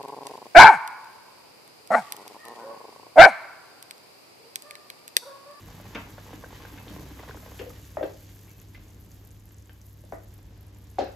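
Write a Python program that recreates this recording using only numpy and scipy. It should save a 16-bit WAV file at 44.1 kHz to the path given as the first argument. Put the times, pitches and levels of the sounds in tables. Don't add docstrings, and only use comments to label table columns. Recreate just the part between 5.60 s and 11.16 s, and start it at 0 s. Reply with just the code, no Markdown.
import sys
import numpy as np
from scipy import signal
from scipy.fft import rfft, irfft, next_fast_len
from scipy.io import wavfile
from scipy.ndimage import uniform_filter1d

SR = 44100
rng = np.random.default_rng(int(sys.argv[2]) if len(sys.argv) > 2 else 0)


def to_wav(s):
    ch = np.atleast_2d(s).T
    pcm = np.round(np.clip(ch, -1, 1) * 32767)
    wavfile.write(sys.argv[1], SR, pcm.astype(np.int16))


N = 245054
T = np.arange(N) / SR

# pitch in Hz, level in dB.
HUM_TONES = [(43, -61), (100, -51.5), (183, -68.5), (301, -69)]
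# time in seconds, level in dB.
DRONE_LEVEL = [(0, -87), (1.2, -63), (1.5, -48.5), (2.5, -54), (2.8, -61), (5.56, -52.5)]
# frequency in Hz, relative level in dB.
BURNER_SPECTRUM = [(15, -51), (28, -39), (42, -1), (75, -3), (120, -9), (200, -13.5), (330, -17),
                   (600, -27.5), (1500, -38), (5000, -44), (15000, -86)]
ROOM_SPECTRUM = [(100, 13.5), (300, 5), (600, 0.5), (1200, 9.5), (2500, 9), (6000, 11.5), (14000, -121)]
FIZZ_SPECTRUM = [(1000, 12.5), (2500, 7.5), (5000, 6), (7000, 8.5), (9000, 5.5), (12500, 9), (15500, 5.5)]
SIMMER_SPECTRUM = [(30, -28), (150, 20), (300, -47), (600, 4.5), (1000, 8), (1700, 5), (3000, 3),
                   (5000, -5), (9000, -7)]
CHURN_SPECTRUM = [(20, -53), (70, 1.5), (140, 6.5), (250, 0.5), (450, 2), (800, -9), (2000, -22),
                  (8000, -21.5)]
# pitch in Hz, relative level in dB, seconds to fall by 60 dB.
AIR_MODES = [(282, 6.5, 0.038), (290, -3.5, 0.051), (380, -5, 0.37), (562, -14, 0.25), (592, -10, 0.087),
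             (790, -7, 0.21), (827, -18, 0.29), (1050, -4, 0.2), (1585, -5, 0.025), (2104, -4, 0.042)]
WALL_MODES = [(1556, -4, 0.43), (2200, -6, 0.31), (2202, -1, 0.44), (2280, -6, 0.46), (2440, -0.5, 0.46),
              (2620, 6, 0.22), (2720, -6, 0.12)]
# time in seconds, relative level in dB.
BOIL_LEVEL = [(0.0, -55), (0.44, -53.5), (1.74, -53), (2.76, -66.5), (3.13, -65), (3.81, -71), (5.3, -67)]
FOAM_LEVEL = [(0, -55.5), (1.6, -57), (1.95, -54), (2.7, -57.5), (3.3, -62.5), (4.5, -64.5), (5.56, -62.5)]
FROTH_SWELLS = [(0, -3.5), (2.7, -1), (2.9, 0.5), (3.08, -4), (3.4, 1.5), (3.55, 0), (3.72, -0.5),
                (4.0, -3.5), (4.13, -2), (4.27, 3.5), (4.5, 1.5), (4.78, -0.5), (5.1, -7), (5.28, 0.5),
                (5.56, -4.5)]
# low and high edge of its band in Hz, share of the swells from 0 to 1.
FOAM_CELLS = [(1500, 3500, 0), (3300, 5800, 0.1), (5600, 9000, 0.4), (7500, 13500, 1), (11000, 16000, 1)]
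# start in seconds, centre in Hz, relative level in dB.
FOAM_TICKS = [(2.602, 12700, -53), (2.666, 6810, -58.5), (2.739, 12900, -54), (2.894, 12700, -55),
              (2.905, 5800, -56), (2.914, 13300, -50), (2.916, 6200, -55), (2.982, 13100, -55),
              (3.0, 6600, -53), (3.016, 11800, -51), (3.304, 7100, -54), (3.346, 7000, -58),
              (3.41, 12400, -52), (3.448, 12700, -57), (3.516, 5500, -57), (3.65, 12200, -49),
              (3.673, 12300, -51), (3.856, 12400, -54), (3.921, 12700, -56), (3.985, 7000, -56),
              (4.024, 7500, -53.5), (4.215, 6450, -56), (4.266, 11900, -52), (4.546, 6500, -57),
              (4.634, 13800, -54), (4.779, 12500, -52), (5.009, 12800, -53), (5.314, 12500, -54)]
# start in seconds, pitch in Hz, relative level in dB, decay in ms.
BUBBLE_PINGS = [(0.583, 1490, -41, 1.8), (0.7365, 1500, -48, 1.2), (0.8432, 1570, -34, 3.4),
                (1.052, 1560, -33.5, 1.6), (1.594, 1890, -38, 1.7), (1.637, 1500, -41, 1.8),
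                (1.687, 1840, -34, 1.3), (1.7094, 1550, -33, 2.3), (1.772, 1500, -39.5, 1.9),
                (2.103, 1240, -43, 3.9), (3.1464, 2040, -49, 17)]
# start in seconds, pitch in Hz, relative level in dB.
BUBBLE_BLIPS = [(0.199, 577, -35), (0.496, 403, -42), (0.58, 550, -32), (0.682, 483, -40),
                (0.706, 446, -38), (0.731, 463, -31.5), (0.735, 265, -37), (0.838, 460, -32),
                (0.928, 450, -36.5), (1.034, 324, -41), (1.05, 470, -34.5), (1.271, 306, -39.5),
                (1.363, 406, -33), (1.386, 327, -39), (1.502, 368, -42.5), (1.5915, 800, -39),
                (1.596, 408, -33), (1.633, 527, -36), (1.678, 484, -37), (1.694, 410, -30),
                (1.7455, 500, -35), (1.83, 587, -40), (1.861, 496, -34.5), (1.918, 444, -38),
                (4.094, 480, -53), (4.79, 452, -48)]
# start in seconds, centre in Hz, level in dB, decay in ms,
# relative bandwidth.
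FILM_SPITS = [(0.349, 2220, -29, 10, 0.16), (0.3487, 5600, -42, 3, 0.5), (1.176, 1490, -46, 6, 0.8),
              (1.183, 1790, -46, 6.9, 0.45), (1.281, 3200, -46.5, 5.5, 0.36), (1.992, 1800, -40.5, 10, 3),
              (2.01, 1680, -48, 4.6, 0.54), (2.4285, 1520, -39, 8.8, 2.7), (2.657, 2900, -59, 5, 0.53),
              (2.691, 2010, -50.5, 3.7, 1.4), (2.877, 2330, -58, 26, 0.27), (2.99, 2130, -58, 4.7, 0.54),
              (3.1468, 2180, -50, 10.5, 0.5), (3.516, 1900, -55, 1, 2), (3.9087, 1500, -50, 1.4, 0.94),
              (4.095, 1900, -42.5, 1.4, 0.67), (4.128, 1900, -69, 2.3, 0.78), (5.387, 3120, -41, 28, 1.1)]
# start in seconds, cavity pitch in Hz, level in dB,
# ring in ms, the film's crack in dB relative to that level, opening chirp in ms.
STEAM_DOMES = [(0.353, 212, -44.5, 18, -26, 0.28), (1.304, 193, -42, 17, -22, 0.3),
               (1.9961, 427, -34.5, 9, -12, 0.44), (2.0124, 488, -31.5, 12.6, -16, 0.56),
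               (2.0652, 495, -37.5, 24, -14, 0.61), (2.3699, 596, -22, 10.8, -13, 0.78),
               (2.4101, 584, -21.5, 8.2, -24, 0.24), (2.429, 571, -19.5, 8.8, -31, 0.41),
               (2.437, 394, -32, 7.4, -30, 0.17), (4.438, 560, -46.5, 7.7, -19, 0.45),
               (4.5232, 597, -27, 4.9, -13, 0.65), (4.533, 602, -30, 7.7, -35, 0.18),
               (5.3845, 750, -19.5, 10.2, -14, 0.37), (5.386, 393, -28, 9, -32, 0.16),
               (5.3885, 561, -21.5, 23.6, -27, 0.16), (5.409, 562, -23, 14, -13, 0.2),
               (5.411, 792.5, -33, 19.5, -16, 0.2), (5.422, 408, -30.5, 10.9, -26, 0.18),
               (5.447, 517, -32, 6, -14, 0.32)]
# frequency in Hz, turns of phase by which the left leads.
PORT_PHASE = [(0, 0), (6500, 0), (9000, .5), (12400, 1), (15400, 1.5)]


def undb(db):
    return 10 ** (np.asarray(db) / 20)


def unit(x):
    return x / np.sqrt(np.mean(x ** 2))


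def curve(rows):
    return np.interp(T, *np.transpose(rows))


def add(out, start_s, x):
    i = max(int(start_s * SR), 0)
    out[..., i:i + x.shape[-1]] += x[..., :max(N - i, 0)]


def bandpass(x, order, low_hz, high_hz):
    return signal.sosfilt(signal.butter(order, [low_hz, high_hz], "band", fs=SR, output="sos"), x)


def colour(x, spectrum):
    hz, db = np.transpose(spectrum)
    size = next_fast_len(x.shape[-1], True)
    bins_hz = np.fft.rfftfreq(size, 1 / SR)
    gain = undb(np.interp(np.log(bins_hz + 1), np.log(hz), db))
    return irfft(rfft(x, size) * gain, size)[..., :x.shape[-1]]


def walk(rate_hz):
    hold = max(int(SR / rate_hz), 2)
    steps = np.repeat(rng.standard_normal(N // hold + 1), hold)
    return unit(uniform_filter1d(steps, hold))[:N]


def diffuse(size, split_hz):
    mid, side = rng.standard_normal((2, size))
    side = signal.lfilter(*signal.butter(1, split_hz, "high", fs=SR), side)
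    return np.array([mid + side, mid - side])


def grains(per_s, spread_db):
    hits = rng.random(N) < per_s / SR
    size = np.minimum(rng.exponential(size=N), 5)
    return hits * rng.choice([-1, 1], N) * undb(spread_db * size)


def ringing(x, modes, ring_db=-3):
    t = T[:SR // 2]
    ring = 0
    for hz, db, t60 in modes:
        decay = np.log(1000) / t60
        ring = ring + undb(db) * 2 * decay / SR * np.exp(-decay * t) * np.cos(2 * np.pi * hz * t)
    return x + undb(ring_db) * signal.fftconvolve(x, ring)[:N]


def kitchen(x, wet_db, t60=0.34, near_db=-9, near_s=0.00075, gap_s=0.0014):
    t = T[:SR * 2 // 3]
    tail = colour(diffuse(len(t), split_hz=610), ROOM_SPECTRUM)
    tail *= np.exp(-np.log(1000) * t / t60) * (1 - np.exp(-t / gap_s))
    near = diffuse(len(t), split_hz=280) * np.exp(-t / near_s) * (1 - np.exp(-t / 0.0015))
    echoes = (unit(tail) * undb(-3.5) + unit(near) * undb(near_db)) / np.sqrt(len(t))
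    return x + undb(wet_db) * signal.fftconvolve(np.atleast_2d(x), echoes, axes=1)[:, :N]


def burner(level_db=-52, waver_db=1):
    rumble = unit(colour(diffuse(N, split_hz=1020), BURNER_SPECTRUM))
    return rumble * undb(level_db + waver_db * walk(5.9))


def appliance(drone_hz=65, waver_db=0.27, drift_rad=0.86):
    hum = 0
    for hz, db in list(HUM_TONES) + [(drone_hz, curve(DRONE_LEVEL))]:
        gain = undb(db + waver_db * walk(5.7))
        phase = 2 * np.pi * hz * T + drift_rad * walk(3.7) + 2 * np.pi * rng.random()
        hum = hum + gain * np.sin(phase)
    return np.sqrt(2) * hum


def draught(level_db=-67):
    spectrum = [(15, -9), (45, -4), (100, 2), (400, -40), (2000, -84)]
    return undb(level_db) * unit(colour(rng.standard_normal((2, N)), spectrum))


def fizz(gain_db=-1, per_s=2800, apart_db=-11, flurry_db=2.0):
    swell_db = curve(FROTH_SWELLS) + flurry_db * (walk(45) + walk(110)) / np.sqrt(2)
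    out = 0
    for low_hz, high_hz, share in FOAM_CELLS:
        centre, left, right = (bandpass(grains(per_s, 4.5), 2, low_hz, high_hz) for _ in range(3))
        crackle = centre + undb(apart_db) * np.array([left, right])
        out = out + crackle * undb(share * swell_db + 1.1 * walk(25))
    return unit(colour(out, FIZZ_SPECTRUM)) * undb(curve(FOAM_LEVEL) + gain_db)


def ticks(gain_db=6.0, stray_count=70, strays_from_s=2.7, scatter_db=-14, edge_ratio=1.2):
    out, t = np.zeros(N), T[:SR // 30]
    envelope = np.exp(-t / 0.0008) + undb(scatter_db) * np.exp(-t / 0.005)
    strays = rng.uniform([strays_from_s, 6000, -61], [T[-1], 14500, -55], (stray_count, 3))
    for start_s, hz, db in list(FOAM_TICKS) + list(strays):
        snap = unit(bandpass(rng.standard_normal(len(t)), 2, hz / edge_ratio, hz * edge_ratio))
        add(out, start_s, undb(db + gain_db) * envelope * snap)
    return out


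def simmer(gain_db=-4.0, churn_db=-54, churn_follow=0.79, surge_s=1.373, surge_width_s=0.099, surge_db=8):
    bubbles = grains(per_s=1200, spread_db=2)
    pockets = grains(per_s=400, spread_db=1.5)
    surface = unit(colour(bubbles, SIMMER_SPECTRUM) * undb(-2.0 * walk(24.67)))
    deep = unit(colour(pockets, CHURN_SPECTRUM))
    boil_db = curve(BOIL_LEVEL)
    surge = np.exp(-((T - surge_s) / surge_width_s) ** 2)
    steam_db = churn_follow * (boil_db - boil_db.max()) + surge_db * surge
    return surface * undb(boil_db + gain_db) + deep * undb(steam_db + churn_db)


def pings(gain_db=2, rise_s=0.0005):
    out, t = np.zeros(N), T[:SR // 10]
    for start_s, hz, db, decay_ms in BUBBLE_PINGS:
        envelope = (1 - np.exp(-t / rise_s)) * np.exp(-1000 * t / decay_ms)
        add(out, start_s, undb(db + gain_db) * envelope * np.sin(2 * np.pi * hz * t))
    return out


def blip(hz, open_hz=1600, fall_s=0.00092, rise_s=0.0005, cycles=3.46, droplets_per_s=1300):
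    t = T[:SR // 20]
    pitch = hz + (open_hz - hz) * np.exp(-t / fall_s)
    envelope = (1 - np.exp(-t / rise_s)) * np.exp(-(t * hz / cycles) ** 2)
    tone = envelope * np.sin(2 * np.pi * np.cumsum(pitch) / SR)
    droplets = (rng.random(len(t)) < droplets_per_s / SR) * rng.choice([-1, 1], len(t))
    splash = unit(bandpass(droplets, 2, 380, 1800)) * np.exp(-t / 0.0073)
    return tone + undb(-12) * splash


def stray_blips(count=130, usual_hz=511, size_spread=0.34, over_boil_db=4.5, spread_db=3.5):
    out, boil_db = np.zeros(N), curve(BOIL_LEVEL)
    starts = rng.integers(0, N, count)
    pitches = usual_hz * np.exp(size_spread * rng.standard_normal(count))
    offsets_db = over_boil_db + spread_db * rng.uniform(-0.21, 1, count)
    for i, hz, offset_db in zip(starts, pitches, offsets_db):
        add(out, T[i], undb(boil_db[i] + offset_db) * blip(hz))
    return out


def clear_blips(gain_db=-4.0):
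    out = np.zeros(N)
    for start_s, hz, db in BUBBLE_BLIPS:
        add(out, start_s, undb(db + gain_db) * blip(hz))
    return out


def spray(hz, decay_ms, width):
    t = T[:SR // 6]
    edge_ratio = 1 + np.clip(width, .05, 2) / 2
    hiss = bandpass(rng.standard_normal(len(t)), 1, hz / edge_ratio, hz * edge_ratio)
    softened = signal.lfilter(*signal.butter(2, min(2 * hz, SR / 3), fs=SR), hiss)
    return unit(softened) * np.exp(-1000 * t / decay_ms)


def spits(splash_lag_s=0.0027, splash_db=-8, splash_growth=1.23):
    out, loudest_db = np.zeros(N), max(row[2] for row in FILM_SPITS)
    for start_s, hz, db, decay_ms, width in FILM_SPITS:
        add(out, start_s, undb(db) * spray(hz, decay_ms, width))
        splash = spray(0.31 * hz, 3.5 * decay_ms, width=2)
        level_db = loudest_db + splash_db + splash_growth * (db - loudest_db)
        add(out, start_s + splash_lag_s, undb(level_db) * splash)
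    return out


def sloshes(gain_db=-14.0, rise_s=0.0096, decay_s=0.04, low_hz=320, high_hz=800):
    out, t = np.zeros((2, N)), T[:SR // 5]
    envelope = (1 - np.exp(-t / rise_s)) * np.exp(-t / decay_s)
    for start_s, _, db, *_ in STEAM_DOMES:
        wash = unit(bandpass(diffuse(len(t), split_hz=110), 4, low_hz, high_hz))
        add(out, start_s, undb(db + gain_db) * envelope * wash)
    return out


def tears(low_hz=960, high_hz=2020, decay_ms=2.36):
    out, t = np.zeros(N), T[:SR // 30]
    envelope = np.exp(-1000 * t / decay_ms)
    for start_s, _, db, _, crack_db, _ in STEAM_DOMES:
        crack = unit(bandpass(rng.standard_normal(len(t)), 3, low_hz, high_hz))
        add(out, start_s, undb(db + crack_db) * envelope * crack)
    return out


def cavity(hz, ring_ms, chirp_ms, glide=0.031, rise_s=0.00083, chirp_depth=2.0):
    t = T[:SR // 8]
    age = 1000 * t / ring_ms
    opening = np.exp(-1000 * t / chirp_ms)
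    pitch = hz * (1 + glide * (np.minimum(age, 2) - .5) + chirp_depth * opening)
    envelope = (1 - np.exp(-t / rise_s)) * np.exp(-age ** 8)
    return envelope * np.sin(2 * np.pi * np.cumsum(pitch) / SR)


def plops(gulp_pitch_ratio=0.677, gulp_db=-14, gulp_ms=7):
    out = np.zeros(N)
    for start_s, hz, db, ring_ms, _, chirp_ms in STEAM_DOMES:
        add(out, start_s, undb(db) * cavity(hz, ring_ms, chirp_ms))
        collapse_s = start_s + 0.96 * ring_ms / 1000
        add(out, collapse_s, undb(db + gulp_db) * cavity(gulp_pitch_ratio * hz, gulp_ms, chirp_ms))
    return out


def scene(pan_db=1.0):
    domes = kitchen(ringing(plops(), AIR_MODES), wet_db=-1.0, near_db=-6, gap_s=0.0084)
    domes += sloshes() + kitchen(tears(), wet_db=3)
    domes *= undb([[pan_db / 2], [-pan_db / 2]])
    broth = clear_blips() + stray_blips() + simmer()
    bubbles = kitchen(ringing(broth, AIR_MODES), wet_db=-2.5) + kitchen(pings(), wet_db=-13)
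    spray_on_metal = ringing(spits(), WALL_MODES)
    spitting = kitchen(ringing(spray_on_metal, AIR_MODES), wet_db=-2.5)
    foam = kitchen(fizz() + ticks(), wet_db=-10.0)
    return burner() + appliance() + draught() + foam + bubbles + spitting + domes


def record(dry, top_hz=15800):
    hz, turns = np.transpose(PORT_PHASE)
    lag = np.exp(-2j * np.pi * np.interp(np.fft.rfftfreq(N, 1 / SR), hz, turns))
    ports = np.array([dry[0], irfft(rfft(dry[1]) * lag, N)])
    return signal.sosfilt(signal.ellip(10, .2, 70, top_hz, fs=SR, output="sos"), ports)


dry = scene()
out = record(dry)
to_wav(out)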